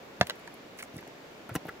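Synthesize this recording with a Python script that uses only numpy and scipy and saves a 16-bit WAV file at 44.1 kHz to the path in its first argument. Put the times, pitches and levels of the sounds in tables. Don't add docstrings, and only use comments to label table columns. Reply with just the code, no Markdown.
import sys
import numpy as np
from scipy import signal
from scipy.io import wavfile
from scipy.ndimage import uniform_filter1d, map_coordinates

SR = 44100
rng = np.random.default_rng(int(sys.argv[2]) if len(sys.argv) > 2 else 0)


def generate_wav(signal):
    frames = np.transpose(np.atleast_2d(signal))
    scaled = np.clip(frames, -1, 1) * 32767
    pcm = np.round(scaled).astype(np.int16)
    wavfile.write(sys.argv[1], SR, pcm)


def ratio(d):
    e = np.asarray(d, float) / 20
    return 10 ** e


N = 79380

OPPOSITE = np.array([[1], [-1]])
PORT_HZ, PORT_WIDTH_HZ, PORT_DB = 8600, 3000, -5


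def band(x, hz, width):
    return signal.lfilter(*signal.iirpeak(min(hz, .44 * SR), max(hz / width, .3), fs=SR), x)


def low_pass(x, order, hz):
    return signal.lfilter(*signal.butter(order, hz, fs=SR), x)


def high_pass(x, order, hz):
    return signal.lfilter(*signal.butter(order, hz, "high", fs=SR), x)


def port_dip(x, width):
    return x + (ratio(PORT_DB) - 1) * band(x, PORT_HZ, width)


def add(track, s, grain):
    i = int(s * SR)
    track[i:i + len(grain)] += grain[:N - i]


def ring(s, hz, t60):
    wood_cycles, wood_extra_s = 30, .006
    t = np.arange(int(.2 * SR)) / SR - (s * SR % 1) / SR
    t = np.maximum(t, 0)
    t60 = np.clip(t60, .002, wood_cycles / hz + wood_extra_s)
    return np.sin(2 * np.pi * hz * t) * ratio(-60 * t / t60)


def struck(hits, modes):
    out = np.zeros(N)
    for s, db, hardness_hz in hits:
        body = sum(ratio(mode_db) * ring(s, hz, t60) for hz, mode_db, t60 in modes)
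        add(out, s, ratio(db) * low_pass(body, 2, min(hardness_hz, .44 * SR)))
    return high_pass(out, 2, modes[0][0] * .45)


# (time [s], level [dB], hardness as cut-off [Hz])
KICK_HITS = [
    (.21158, -13, 6130),
    (.21303, -11.5, 2840),
    (.2185, -30, 3500),
    (.2245, -31, 2500),
    (.2295, -31, 2500),
]
# (frequency [Hz], level [dB], t60 [s])
OFFCUT_MODES = [(716, -5.5, 0.028), (3000, -18, 0.0059), (982, -5, 0.041), (1234, -7, 0.01),
                (1703, 4, 0.014), (2045, -16, 0.025), (2150, -13, .03), (2617, -14.5, 0.03),
                (3450, -10, 0.02), (3830, -21, .02), (4800, -24, 0.011), (5760, -5, .02),
                (6300, -10.5, 0.0056), (6500, -12, 0.0055)]


def kicked_offcut():
    return struck(KICK_HITS, OFFCUT_MODES)


# (time [s], level [dB], hardness as cut-off [Hz])
BOUNCE_HITS = [
    (.2977, -28.5, 9000),
    (.2995, -37, 2720),
    (.3030, -37, 3500),
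    (.3046, -35.5, 3000),
    (.3060, -31, 3000),
    (.3075, -39, 5000),
    (.3092, -40.5, 2500),
]
# (frequency [Hz], level [dB], t60 [s])
STICK_MODES = [(507, -16, 0.066), (630, -15, 0.02), (1150, -8.5, 0.012), (1420, -21, 0.013),
               (1640, -4, 0.03), (1935, 0, 0.035), (2500, -10, .02), (2960, -1, 0.018), (3230, -1, 0.017),
               (3850, 7, 0.0075), (4500, -11, 0.0057), (8500, -8, .004)]


def bouncing_offcut():
    return struck(BOUNCE_HITS, STICK_MODES)


# (time [s], level [dB], pitch [Hz], t60 [s])
SOLE_THUDS = [(0.2, -32, 196, 0.023), (0.2114, -22.5, 189.5, 0.061), (0.2113, -25.5, 124, 0.072),
              (0.223, -40, 80.4, 0.13), (0.2133, -31, 330, 0.022), (0.9418, -30.5, 250, 0.015),
              (0.959, -30.5, 295, 0.012), (0.9655, -25, 161, 0.012), (0.988, -36, 198, 0.011),
              (1.0795, -38, 406, 0.066), (1.4911, -36.5, 284, 0.026), (1.5128, -34, 116, 0.13),
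              (1.5536, -18.5, 340, 0.012), (1.5598, -13.5, 268, 0.011), (1.5643, -39, 315, 0.062),
              (1.556, -27.5, 131, 0.046), (1.652, -41, 318, 0.051), (1.657, -42.5, 161, 0.068),
              (1.687, -25, 460, 0.007)]


def sole_thuds():
    out = np.zeros(N)
    for s, db, hz, t60 in SOLE_THUDS:
        add(out, s, -ratio(db) * ring(s, hz, t60))
    return out


# (time [s], level [dB], pitch [Hz], t60 [s])
STICK_TAPS = [(.270, -42.5, 1620, 0.0095), (0.4767, -38.5, 960, 0.041), (.4766, -32.5, 1770, 0.017),
              (.5415, -41.5, 11200, .015), (0.5463, -47, 11800, .012), (0.8286, -28, 2216, 0.011),
              (0.8293, -33.5, 1430, 0.0099), (.986, -39.5, 2045, 0.042), (1.0266, -37.5, 900, 0.019),
              (1.069, -39.5, 730, 0.025), (1.4939, -33, 1370, 0.017), (1.497, -36, 694, 0.036),
              (1.4983, -44, 1940, 0.023), (1.5135, -42, 1510, .02), (1.5547, -29, 1600, 0.017),
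              (1.5549, -37, 457, 0.023), (1.5523, -28, 1370, 0.024), (1.5562, -31, 1026, 0.068),
              (1.56, -36, 1740, 0.018), (1.5611, -29.5, 1890, 0.02), (1.564, -33.5, 779, 0.048),
              (1.5523, -34, 2880, .018), (1.5608, -34, 2860, .02), (1.5631, -32.5, 2820, .016),
              (1.5537, -31.5, 1860, .012), (1.5592, -37, 5700, .011), (1.69, -51, 2580, .015),
              (1.6555, -42, 774, 0.037), (.992, -39.5, 1820, 0.011), (1.0272, -40.5, 1560, 0.016),
              (1.0765, -44.5, 2850, 0.0074), (1.6615, -57, 3780, 0.0093), (1.654, -31.5, 626, 0.013),
              (1.661, -46, 900, 0.054), (1.6905, -36, 1970, 0.025), (1.6929, -31.5, 1357, 0.026),
              (1.6954, -33.5, 1670, 0.014)]


def stick_taps():
    overtone, overtone_db = 1.29, -13.5
    out = np.zeros(N)
    for s, db, hz, t60 in STICK_TAPS:
        tap = ring(s, hz, t60)
        tap = tap + ratio(overtone_db) * ring(s, hz * overtone, t60 / overtone)
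        add(out, s, ratio(db) * tap)
    return out


# (time [s], level [dB], centre [Hz], t60 [s])
GRIT_TICKS = [(0.2, -41, 11900, 0.02), (0.214, -27, 11500, 0.006), (.2145, -46, 12000, 0.024),
              (0.2692, -29.5, 8700, 0.018), (0.27, -44, 12400, 0.077), (0.2977, -19, 8550, 0.0045),
              (0.2974, -24.5, 4480, 0.0036), (.2974, -24.5, 11500, .004), (.3072, -31, 4500, 0.0097),
              (0.3564, -45, 10070, 0.018), (.393, -47, 12000, 0.028), (0.4747, -37.5, 4420, 0.021),
              (0.542, -45, 10900, 0.011), (0.4736, -54, 11000, 0.013), (.7745, -43, 10000, 0.0072),
              (0.7884, -32.5, 6750, .008), (.7965, -37, 6500, .008), (.800, -39, 8000, .008),
              (.8365, -37, 8000, 0.0092), (0.8255, -23, 7800, 0.0062), (0.8291, -29, 8400, 0.0051),
              (.7935, -37, 10600, 0.014), (0.803, -41, 9400, .012), (0.942, -46, 14000, 0.009),
              (0.98, -35, 5000, .008), (0.99, -41, 6000, .01), (1.0758, -40, 6500, .008),
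              (0.967, -31.5, 8850, 0.0077), (0.983, -42, 12000, .01), (1.009, -41.5, 14000, 0.011),
              (1.077, -52, 11600, 0.031), (1.4925, -40.5, 9800, 0.018), (1.542, -51, 13000, .03),
              (1.5528, -23.5, 11100, 0.024), (1.5535, -29, 7200, 0.0099), (1.6533, -48, 11500, .01),
              (1.661, -50, 12000, .01), (1.5592, -28, 6040, 0.018), (1.6688, -39.5, 13000, .01),
              (1.6881, -40, 14500, 0.0091), (1.6885, -43, 6500, .008), (1.6914, -40, 14500, 0.01)]


def grit_ticks():
    snap, width = 0.82, .9
    out, t = np.zeros(N), np.arange(4000) / SR
    for s, db, hz, t60 in GRIT_TICKS:
        burst = rng.standard_normal(len(t)) + snap * (t == 0)
        crack = band(burst * ratio(-60 * t / t60), hz, hz * width)
        add(out, s, ratio(db) * high_pass(crack, 4, hz * .7))
    return out


# (start [s], length [s], level [dB], centre [Hz])
SAWDUST_SCUFFS = [(0.2111, 0.003, -25, 3750), (0.213, 0.023, -52, 4100), (0.27, 0.0037, -44.5, 2500),
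                  (0.304, 0.0061, -54, 3900), (0.774, 0.058, -61.5, 10500), (0.788, 0.025, -50, 2090),
                  (0.829, 0.027, -62.5, 9100), (0.94, 0.052, -67.5, 9000), (1.49, 0.019, -53.5, 1430),
                  (1.54, 0.028, -53.5, 12600), (1.558, 0.014, -53, 2960), (1.656, 0.025, -63.5, 2320),
                  (1.68, 0.018, -65, 12000), (1.683, 0.012, -48.5, 1410), (0.975, 0.015, -69, 2460)]


def sawdust_scuffs():
    grains_per_s, scatter_db, width = 6000, 2.2, 1.0
    out, t = np.zeros(N), np.arange(4000) / SR
    for s, length, db, hz in SAWDUST_SCUFFS:
        chance, sign, strength = rng.random((3, len(t)))
        grains = (chance < grains_per_s / SR) * np.sign(sign - .5)
        grains = grains * ratio(-scatter_db * np.log(strength + 1e-9))
        for _ in range(2):
            grains = band(grains, hz, hz * width)
        push = np.clip(t / length, 0, 1)
        pressure = push ** 0.065 * (1 - push) ** 0.16
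        add(out, s, ratio(db) * grains / grains.std() * 2 * pressure)
    return out


def grit():
    return port_dip(grit_ticks() + sawdust_scuffs(), PORT_WIDTH_HZ)


def grit_spread():
    return ratio(-7.5) * high_pass(grit(), 2, 1000) * OPPOSITE


# (time [s], left lag [samples], left minus right [dB])
WALKER_PATH = [
    (0, 4.56, -1.6),
    (.9, 5.4, -1.9),
    (1.5, 0.53, 1),
    (1.8, .8, .4),
]


def at_two_ports(feet):
    shadow_hz, shadow_width_hz, shadow_db = 8500, 5000, -8
    n, path = np.arange(N), np.array(WALKER_PATH)
    lag, pan_db = (np.interp(n / SR, path[:, 0], path[:, k]) for k in (1, 2))
    left = map_coordinates(feet, [n - lag], mode="nearest")
    treble = band(left, shadow_hz, shadow_width_hz)
    left = left + (ratio(shadow_db * lag / path[0, 1]) - 1) * treble
    return np.array([left * ratio(pan_db / 2), feet * ratio(-pan_db / 2)])


def yard_scatter(feet):
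    level_db, t60_s, top_hz, alike_hz = -16, .06, 9000, 900
    t = np.arange(6000) / SR
    tail = rng.standard_normal((2, len(t))) * ratio(-60 * t / t60_s)
    tail = tail * np.clip(t / 0.0012, 0, 1)
    tail = tail[0] + high_pass(tail[1], 2, alike_hz) * OPPOSITE
    tail = low_pass(tail, 1, top_hz)
    tail = tail / np.sqrt((tail ** 2).sum(axis=1, keepdims=True))
    return ratio(level_db) * signal.fftconvolve(feet[None], tail, axes=1)[:, :N]


def wander(rate):
    k = int(SR / rate)
    held = np.repeat(rng.standard_normal(N // k + 1), k)
    return 0.51 * uniform_filter1d(uniform_filter1d(held, k), k)[:N]


# (frequency [Hz], level per Hz [dB])
TREE_TONE = [(75, -13), (190, -1.5), (480, 1), (1100, -8), (2200, -10), (7200, -24.5), (8300, -34.5),
             (15500, -28)]
# (frequency [Hz], likeness of left and right [-1 to 1])
TREE_LIKENESS = [(60, 0.31), (130, 0.97), (290, 0.83), (640, 0.38), (1410, -0.025), (3100, -0.096),
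                 (6820, 0.097), (15000, -0.029)]


def trees():
    level_db, swell_db, flicker_db = -48.5, -0.35, 1.6
    tone, likeness = np.array(TREE_TONE), np.array(TREE_LIKENESS)
    out, swell = 0, wander(3.7)
    for hz in 22 * 2 ** np.arange(0, 9.6, 1 / 3):
        mid, side = (band(band(rng.standard_normal(N), hz, hz / 3), hz, hz / 3) for _ in range(2))
        alike = np.interp(np.log(hz), np.log(likeness[:, 0]), likeness[:, 1])
        alike = np.clip(alike, -.9, .99)
        db = np.interp(np.log(hz), np.log(tone[:, 0]), tone[:, 1])
        db = db + swell_db * swell + flicker_db * wander(9.1)
        out = out + ratio(db) * (np.sqrt(1 + alike) * mid + np.sqrt(1 - alike) * side * OPPOSITE)
    out = port_dip(out, PORT_WIDTH_HZ / 2)
    return ratio(level_db) * out / out.std()


def scene():
    feet = kicked_offcut() + bouncing_offcut() + sole_thuds() + stick_taps() + grit()
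    feet = high_pass(feet, 3, 72)
    return at_two_ports(feet) + grit_spread() + yard_scatter(feet) + trees()


def band_limit(x):
    return signal.sosfilt(signal.butter(12, 16990, fs=SR, output="sos"), x)


def record(dry):
    top_cut = signal.ellip(10, .2, 70, 15750, fs=SR, output="sos")
    mix = signal.sosfilt(top_cut, dry)
    return band_limit(mix)


dry = scene()
out = record(dry)
generate_wav(out)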